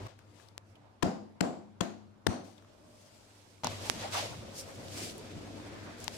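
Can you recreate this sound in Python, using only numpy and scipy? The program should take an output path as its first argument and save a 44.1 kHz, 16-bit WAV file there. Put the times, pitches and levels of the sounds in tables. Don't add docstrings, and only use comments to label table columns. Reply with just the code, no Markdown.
import sys
import numpy as np
from scipy import signal
from scipy.fft import rfft, irfft, next_fast_len
from scipy.io import wavfile
from scipy.ndimage import uniform_filter1d, map_coordinates

SR = 44100
rng = np.random.default_rng(int(sys.argv[2]) if len(sys.argv) > 2 else 0)


def makeup_ratio(level_db):
    decades = np.asarray(level_db, float) / 20
    return 10 ** decades


def log_audio(samples):
    frames = np.atleast_2d(samples).T
    limited = np.clip(frames, -1, 1)
    pcm = np.round(limited * 32767).astype(np.int16)
    wavfile.write(sys.argv[1], SR, pcm)


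N = 272273

TAKE_START_S = [0, .076, 3.6348]
# (drone [dB], air [dB], hiss [dB], resting cloth [dB])
TAKE_LEVELS = [
    (-50.5, -56, -56.5, -64),
    (-67, -67.5, -69, -86),
    (-51.5, -53, -62, -60.5),
]
# (time [s], level [dB])
DRONE_LOAD = [(0, 4), (.45, 4), (2.2, 4), (2.6, 2), (3.25, -3.5), (3.45, 2), (3.75, 4.5), (3.88, -4.5),
              (4.25, 5), (4.4, -5), (4.77, -1.5), (5.02, -1.5), (5.46, -7.5), (5.7, 0.5), (5.9, -10.5),
              (6.18, -1)]
# (frequency [Hz], density [dB/Hz])
AIR_COLOUR = [(12, -49), (20, -4.5), (65, -5.5), (102, -5.5), (156, -5.5), (221, -6), (270, -11), (302, -6),
              (420, -7.5), (523, -9), (688, -10), (940, -31.5), (1600, -23.5), (2080, -71), (3520, -120)]
# (frequency [Hz], width [Hz], level [dB])
AIR_MODES = [(216, 21, -6), (245, 15.6, 4.5), (293, 2, 11.5), (354.4, 4.8, -6), (540, 16, -8.5)]
# (frequency [Hz], density [dB/Hz])
HISS_COLOUR = [(530, -17), (900, -1.5), (1410, -9.5), (1990, -14), (4950, -23), (7760, -29), (12300, -32.5),
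               (13400, -54), (16500, -47)]
# (frequency [Hz], correlation [0-1])
LIKENESS = [(60, 0.84), (150, 0.78), (380, 0.55), (950, 0), (15000, 0)]
# (middle [s], length [s], frequency [Hz], width [Hz], level [dB])
FOAM_RUBS = [(0.878, .25, 706, 502, -68), (2.897, 0.64, 611, 70, -66), (3.87, 0.054, 860, 250, -47.5),
             (4.054, 0.047, 724, 250, -39.5), (4.154, 0.019, 1060, 300, -34),
             (4.183, 0.051, 780, 250, -35.5), (4.75, 0.72, 540, 79.6, -56), (5.019, 0.095, 323, 120, -48),
             (5.189, 0.085, 397, 150, -50), (5.37, 0.057, 127, 60, -45), (5.602, 0.75, 300, 29.7, -53),
             (5.85, 0.52, 1590, 1100, -56), (3.658, .021, 150, 110, -39), (4.25, 0.047, 583, 250, -42.5),
             (4.31, 0.037, 112, 50, -46), (4.39, 0.082, 112, 50, -46.5), (4.79, 0.046, 105, 50, -47),
             (4.96, .025, 277, 130, -50), (5.02, .11, 2400, 900, -52.5), (3.31, .012, 2260, 1500, -67),
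             (3.583, .008, 2410, 1100, -66), (5.098, 0.013, 3980, 3000, -45)]
# (loudest [s], rise [s], fall [s], level [dB], brightness [dB])
CLOTH_STROKES = [(0.086, 0.0074, 0.044, -63.5, -14), (.193, .012, 0.058, -73, -9),
                 (.41, 0.11, 0.1, -72.5, -5.5), (.49, 0.024, 0.019, -83, -4), (.70, 0.064, .05, -83, .1),
                 (.85, 0.12, 0.13, -84.5, -26), (2.46, 0.029, 0.14, -70, -3),
                 (2.59, 0.011, 0.028, -72, -13), (2.71, 0.068, 0.099, -73, -9),
                 (3.07, 0.27, 0.93, -71, -1.6), (3.42, 0.44, 0.36, -73, -6), (3.655, 0.033, 0.04, -44, -17),
                 (3.72, 0.035, 0.33, -52.5, -7.5), (3.866, 0.043, 0.11, -49, -4),
                 (4.03, 0.066, 0.1, -48, -10.5), (4.145, 0.025, 0.036, -41, -5),
                 (4.184, 0.038, 0.066, -39, -9.5), (4.3, 0.06, .12, -59.5, -3.5),
                 (4.602, 0.048, 0.018, -57, 8.5), (4.7, 0.087, 0.63, -69.5, 5.5),
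                 (5.041, 0.13, 0.062, -48.5, -1.5), (6.04, 0.062, 0.06, -60, -1.5),
                 (6.16, 0.07, .11, -58, -1.5)]
# (time [s], left-right [dB])
CLOTH_PLACE = [(0, 8.5), (.26, 7.5), (.42, 17.5), (.7, -8), (2.2, -3), (2.52, 12), (2.75, -5), (3.1, 2.7),
               (3.55, -6.5), (3.7, 0.3), (6.18, .6)]
# (frequency [Hz], density [dB/Hz])
WEAVE_COLOUR = [(1120, -12), (1900, -4.5), (2330, -2.5), (3510, -1.5), (5250, -5.5), (8000, -14),
                (10400, -65), (17600, -120)]
# (frequency [Hz], density [dB/Hz])
FIBRE_COLOUR = [(2240, -46), (3800, -10), (4650, -2.5), (8550, -9.5), (14900, -26.5), (16000, -34),
                (16500, -60)]
# (frequency [Hz], density [dB/Hz])
MAT_COLOUR = [(280, -38), (480, -1.5), (593, 2.5), (723, -1), (839, -2.5), (1070, -4.5), (1150, -5.5),
              (2600, -14.5), (3380, -72), (5720, -120)]
# (time [s], peak [dB], ring [Hz], t60 [s], left-right [dB])
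SEAM_TICKS = [(0.19, -53, 1600, 0.008, 7), (0.1906, -58, 7500, 0.0052, -2), (0.067, -43, 1100, 0.01, 3),
              (0.3984, -58, 1700, 0.0094, 6), (0.486, -55.5, 4830, 0.0093, 13),
              (0.754, -58, 2800, 0.054, 1.5), (2.579, -56.5, 3600, 0.022, 3),
              (2.6232, -56, 1130, 0.012, -5), (2.647, -56, 1210, 0.0072, -2), (4.882, -46, 3600, 0.011, 0),
              (5.1798, -45, 8900, 0.0099, 2), (5.315, -49, 2200, 0.0088, 0),
              (6.002, -44.5, 7300, 0.013, -1), (6.0412, -37, 6700, 0.016, 3)]
# (time [s], peak [dB], left-right [dB], crack [dB], crack [Hz])
HARD_KNOCKS = [
    (3.6352, -22.5, 5.5, -14, 2980),
    (3.645, -12.5, 5.5, -6, 6600),
    (3.67, -14.5, 5, -3, 4400),
    (6.0794, -25, 24, -24, 4530),
]
# (time [s], peak [dB], signed width [s], left-right [dB])
STATIC_POPS = [
    (.5797, -16.3, -3.4e-5, 50),
    (3.8990, .4, 3.8e-5, -50),
    (4.1352, -18, -3.6e-5, -50),
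    (6.0801, -14, -4e-5, 30),
    (6.08021, -9, 4e-5, 30),
]
# (time [s], peak [dB], thud [dB], crispness [dB/octave], contact [s])
SLAP_EVENTS = [
    (1.0270, -20, 0, -1.2, 0.0105),
    (1.409, -20, -4, -0.2, 0.0067),
    (1.8088, -22, -5.5, -1, 0.0075),
    (2.2684, -15.5, -16.5, -2, 0.0066),
]
# (tail [dB], brightness [dB], build-up [s], floor push [dB], push delay [s])
SLAP_ANSWERS = [
    (-33, -1, 0.015, -19, .036),
    (-35, -1.5, 0.016, -32, 0.034),
    (-40, 3, 0.0037, -31, 0.023),
    (-39, 1.5, 0.032, -13.5, .0175),
]
# (frequency [Hz], width [Hz], gain over the rest [ratio])
PALM_CUPS = [
    [(5000, 500, 1.1), (6900, 600, .8)],
    [(7500, 700, 1.8), (4600, 300, .6)],
    [(6550, 300, 1.6), (4200, 500, .5)],
    [(6000, 300, 2.2), (8600, 350, 2.2), (4300, 400, 1.1), (10300, 400, 1.1)],
]
# (frequency [Hz], density [dB/Hz])
PALM_COLOUR = [(180, -12), (300, -6.5), (1110, -7), (2280, -15), (3300, -13.5), (6240, -23.5), (7500, -23),
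               (14400, -39), (16500, -70)]
# (frequency [Hz], t60 [s])
TILE_T60 = [(100, 0.71), (260, 0.52), (700, 0.53), (1800, 0.41), (5000, 0.5), (12000, 0.37)]
# (frequency [Hz], density [dB/Hz])
WALL_COLOUR = [(24, -52), (40, -52), (194, -2), (297, -5), (354, -4.5), (600, -9.5), (715, -5),
               (918, -13.5), (1520, -19.5), (2440, -27), (5050, -33), (7360, -35.5), (16000, -56.5)]
# (frequency [Hz], level [dB], t60 [s])
SLAP_MODES = [(188, 10.5, 0.15), (210, -5, 1), (239.4, 0, 0.36), (300, -14, 0.98), (344.6, -5, 0.63),
              (140, -2, 0.13), (687, -3, 0.36)]

SETTLE_DB, SETTLE_S = 6, 0.23
REST_BRIGHT_DB = -10.5
MAT_DB, MAT_DULL = -4, 0.63
KNOCK_HZ, KNOCK_T60_S = 900, 0.0065
THUD_HZ, SHADOW_DB, MODE_DB = 267, -21, -0.5
OVERLOAD = 0.215
OPPOSITE = np.array([[1], [-1]])


def unit(x):
    return x / np.sqrt(np.mean(x ** 2) + 1e-20)


def along(points, hz):
    f, v = np.transpose(points)
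    return np.interp(np.log(hz + 1), np.log(f + 1), v)


def curve(rows):
    return np.interp(np.arange(N) / SR, *np.transpose(rows))


def take_at(s):
    return np.searchsorted(TAKE_START_S, s, side="right") - 1


def wobble(rate_hz):
    knots = rng.standard_normal(int(N * rate_hz / SR) + 4)
    return map_coordinates(knots, [np.arange(N) * rate_hz / SR])


def filtered(x, response):
    m = next_fast_len(x.shape[-1] + 8192)
    return irfft(rfft(x, m) * response(np.fft.rfftfreq(m, 1 / SR)), m)[..., :x.shape[-1]]


def resonance(f, hz, width_hz):
    return 1j * f * width_hz / (hz * hz - f * f + 1j * f * width_hz)


def swing(t, hz, t60):
    t = np.clip(t, 0, 1)
    return np.sin(2 * np.pi * hz * t) * makeup_ratio(-60 * t / t60)


def spaced(pair, gain):
    turn = lambda hz: np.arccos(np.clip(along(LIKENESS, hz), -1, 1)) / 2
    mid, side = filtered(pair, lambda hz: gain(hz) * [np.cos(turn(hz)), np.sin(turn(hz))])
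    return np.array([mid + side, mid - side])


def rush(gain, patchy_db):
    z = signal.stft(rng.standard_normal((2, N)), nperseg=512)[2]
    field = uniform_filter1d(rng.standard_normal(z.shape[1:]), 6, 0)
    field = uniform_filter1d(field, 8, 1)
    noise = signal.istft(z * makeup_ratio(patchy_db * unit(field)), nperseg=512)[1][:, :N]
    return unit(spaced(noise, gain))


def add(track, s, x):
    part = track[:, round(s * SR):][:, :x.shape[1]]
    part += x[:, :part.shape[1]]


def room_tone():
    t = np.arange(N) / SR
    drone_db, air_db, hiss_db, _ = np.array(TAKE_LEVELS)[take_at(t)].T
    since_cut = t - np.take(TAKE_START_S, take_at(t))
    air_db = air_db + SETTLE_DB * np.exp(-since_cut / SETTLE_S)

    mains_hz = 99.8 + 1.46 * wobble(8.8)
    mains = np.sqrt(2) * np.sin(2 * np.pi * np.cumsum(mains_hz) / SR)
    halo = rush(lambda f: resonance(f, 100, width_hz=24) ** 2, patchy_db=1.5)
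    drone = makeup_ratio(drone_db + curve(DRONE_LOAD) - 1.5) * (mains + makeup_ratio(-0.5) * halo)

    modes = lambda f: sum(makeup_ratio(db) * resonance(f, hz, w) for hz, w, db in AIR_MODES)
    held = lambda f: makeup_ratio(along(AIR_COLOUR, f)) * (1 + modes(f))
    air = makeup_ratio(air_db + 3.45 + 1.15 * wobble(7.1)) * rush(held, patchy_db=-1.0)
    hiss = makeup_ratio(hiss_db) * rush(lambda f: makeup_ratio(along(HISS_COLOUR, f)), patchy_db=-2.1)
    return (drone + air) * makeup_ratio(1.2 * OPPOSITE) + hiss


def pops():
    out, t = np.zeros((2, N)), (np.arange(200) - 20) / SR
    for s, db, width, pan_db in STATIC_POPS:
        rebound = 0.0043 * (t > 0) * np.exp(-np.abs(t) / 0.00047)
        spike = np.exp(-(t / width) ** 2) - rebound
        sides_db = db + np.minimum([pan_db, -pan_db], 0)
        add(out, s - 20 / SR, np.outer(makeup_ratio(sides_db), np.sign(width) * spike))
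    return out


def ticks():
    out, t = np.zeros((2, N)), np.arange(SR // 25) / SR
    for s, db, hz, t60, pan_db in SEAM_TICKS:
        puff = rng.standard_normal((2, len(t))) * makeup_ratio(-60 * t / t60) * (1 - np.exp(-t / 0.00051))
        puff = filtered(puff, lambda f: resonance(f, hz, 0.23 * hz))
        add(out, s, makeup_ratio(db + 7.0 + 0.5 * OPPOSITE * pan_db) * puff / np.abs(puff).max())
    for s, db, pan_db, crack_db, crack_hz in HARD_KNOCKS:
        ring = swing(t, KNOCK_HZ, KNOCK_T60_S) * (1 - np.exp(-t / 0.0014))
        crack = rng.standard_normal((2, len(t))) * makeup_ratio(crack_db - 60 * t / (1.24 * KNOCK_T60_S))
        crack = filtered(crack, lambda f: resonance(f, crack_hz, width_hz=2160) / (1 + 1j * f / 9000) ** 2)
        add(out, s, makeup_ratio(0.5 * OPPOSITE * pan_db) * makeup_ratio(db + 5.5) * (ring + crack))
    return out


def rubs():
    out, t = np.zeros((2, N)), np.arange(SR) / SR - .5
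    for s, length, hz, width_hz, db in FOAM_RUBS:
        swell = np.exp(-(2 * t / length) ** 2)
        pair = rng.standard_normal((2, SR))
        band = spaced(pair, lambda f: resonance(f, hz, width_hz) ** 2) * swell
        add(out, s - .5, makeup_ratio(db) * unit(band) * np.sqrt(np.mean(swell ** 2)))
    return out


def strokes():
    t = np.arange(N) / SR
    layers = lambda db, bright_db: makeup_ratio(2 * np.array([db, db + bright_db, db + MAT_DB - MAT_DULL * bright_db]))
    power = layers(np.array(TAKE_LEVELS)[take_at(t), 3], REST_BRIGHT_DB)
    for s, rise, fall, db, bright_db in CLOTH_STROKES:
        shape = np.exp(-np.where(t < s, ((t - s) / rise) ** 2, (t - s) / fall))
        shape = shape * (take_at(t) == take_at(s))
        power = power + np.outer(layers(db, bright_db), shape ** 2)
    return np.sqrt(power)


def cloth():
    swish, fine, scuff = strokes()
    catch = wobble(45) + 0.67 * wobble(350)
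    weave = rush(lambda f: makeup_ratio(along(WEAVE_COLOUR, f)), patchy_db=0.5)
    weave = swish * makeup_ratio(1.0) * unit(makeup_ratio(0.65 * catch) * weave)
    fibre = rush(lambda f: makeup_ratio(along(FIBRE_COLOUR, f)) * (f / (f + 2500)) ** 3, patchy_db=1.5)
    fibre = fine * makeup_ratio(4.0) * unit(makeup_ratio(1.0 * catch) * fibre)
    mat = rush(lambda f: makeup_ratio(along(MAT_COLOUR, f)), patchy_db=2.0)
    mat = scuff * makeup_ratio(-0.88) * unit(makeup_ratio(2.8 * wobble(30)) * mat)
    return (weave + fibre + mat) * makeup_ratio(np.outer([.5, -.5], curve(CLOTH_PLACE)) + 2.0)


def room(colour, build_s):
    hz, t, z = signal.stft(rng.standard_normal((2, SR * 3 // 4)), SR, nperseg=256)
    decay = makeup_ratio(-60 * t / along(TILE_T60, hz)[:, None])
    tail = spaced(signal.istft(z * decay, SR, nperseg=256)[1], colour)
    t = np.arange(tail.shape[1]) / SR
    tail = tail * (1 - 0.8 * np.exp(-(t / build_s) ** 2)) * (1 - np.exp(-t / 0.0015))
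    return tail / np.std(tail[:, :SR // 10])


def ringing(build_s):
    t = np.arange(SR * 3 // 4) / SR
    chance = rng.standard_normal((len(SLAP_MODES), 2, 2, 1))
    modes = 0
    for (hz, db, t60), (strength, phase) in zip(SLAP_MODES, chance):
        modes = modes + makeup_ratio(db + 2.1 * strength - 60 * t / t60) * np.sin(2 * np.pi * hz * t + 1.45 * phase)
    return modes * (1 - np.exp(-t / build_s))


def slaps():
    out, t = np.zeros((2, N)), np.arange(SR // 10) / SR
    for (s, db, thud_db, crisp_db, contact), answer, bands in zip(SLAP_EVENTS, SLAP_ANSWERS, PALM_CUPS):
        tail_db, bright_db, build, push_db, push_s = answer
        cups = lambda f: 1 + sum(gain * resonance(f, hz, w) for hz, w, gain in bands)
        palm = lambda f: makeup_ratio(along(PALM_COLOUR, f) + crisp_db * np.log2(f / 700 + 0.2)) * cups(f)
        swell = np.clip(t / contact, 0, 1)
        burst = filtered(rng.standard_normal(len(t)), palm) * np.sin(np.pi * swell ** 1.67) ** 0.54
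        flesh = swing(t - .75 * contact, THUD_HZ, t60=.015)
        blow = makeup_ratio(db + 10.0) * (burst / np.abs(burst).max() - makeup_ratio(thud_db + 8.5) * flesh)

        shadowed = filtered(np.roll(blow, 48), lambda f: makeup_ratio(SHADOW_DB) / (1 + 1j * f / 800) ** 3)
        push_rise = 1 - np.exp(-np.clip(t - push_s, 0, 1) / 0.0028)
        push = makeup_ratio(push_db) * swing(t - push_s, 96, t60=0.061) * push_rise
        right = shadowed + 0.056 * push - makeup_ratio(db + thud_db - 13) * np.roll(flesh, 70)
        add(out, s - .003, np.array([blow + push, right]))

        tilt = lambda f: bright_db * np.clip(np.log2(f / 700 + 1e-3), 0, 1.5)
        mode_gap = lambda f: 1 - 0.44 * resonance(f, 432, width_hz=89)
        colour = lambda f: makeup_ratio(along(WALL_COLOUR, f) + tilt(f)) * cups(f) * mode_gap(f)
        add(out, s + 0.0009, makeup_ratio(tail_db + 1.1 * OPPOSITE) * room(colour, build))
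        add(out, s + 0.00505, makeup_ratio(tail_db + MODE_DB + 2.2 * OPPOSITE) * ringing(build_s=0.0019))
    return out


def scene():
    blows = slaps()
    overloaded = blows / (1 + np.abs(blows / OVERLOAD) ** 6) ** (1 / 6)
    overloaded = filtered(overloaded, lambda f: (1j * f / (45 + 1j * f)) ** 2)
    return overloaded + cloth() + room_tone() + ticks() + pops() + rubs()


def roll_off(x):
    return signal.sosfilt(signal.butter(12, 16660, fs=SR, output="sos"), x)


def record(dry):
    band = filtered(dry, lambda f: (1j * f / (35 + 1j * f)) ** 2 * (f < 16550))
    return roll_off(band)


dry = scene()
out = record(dry)
log_audio(out)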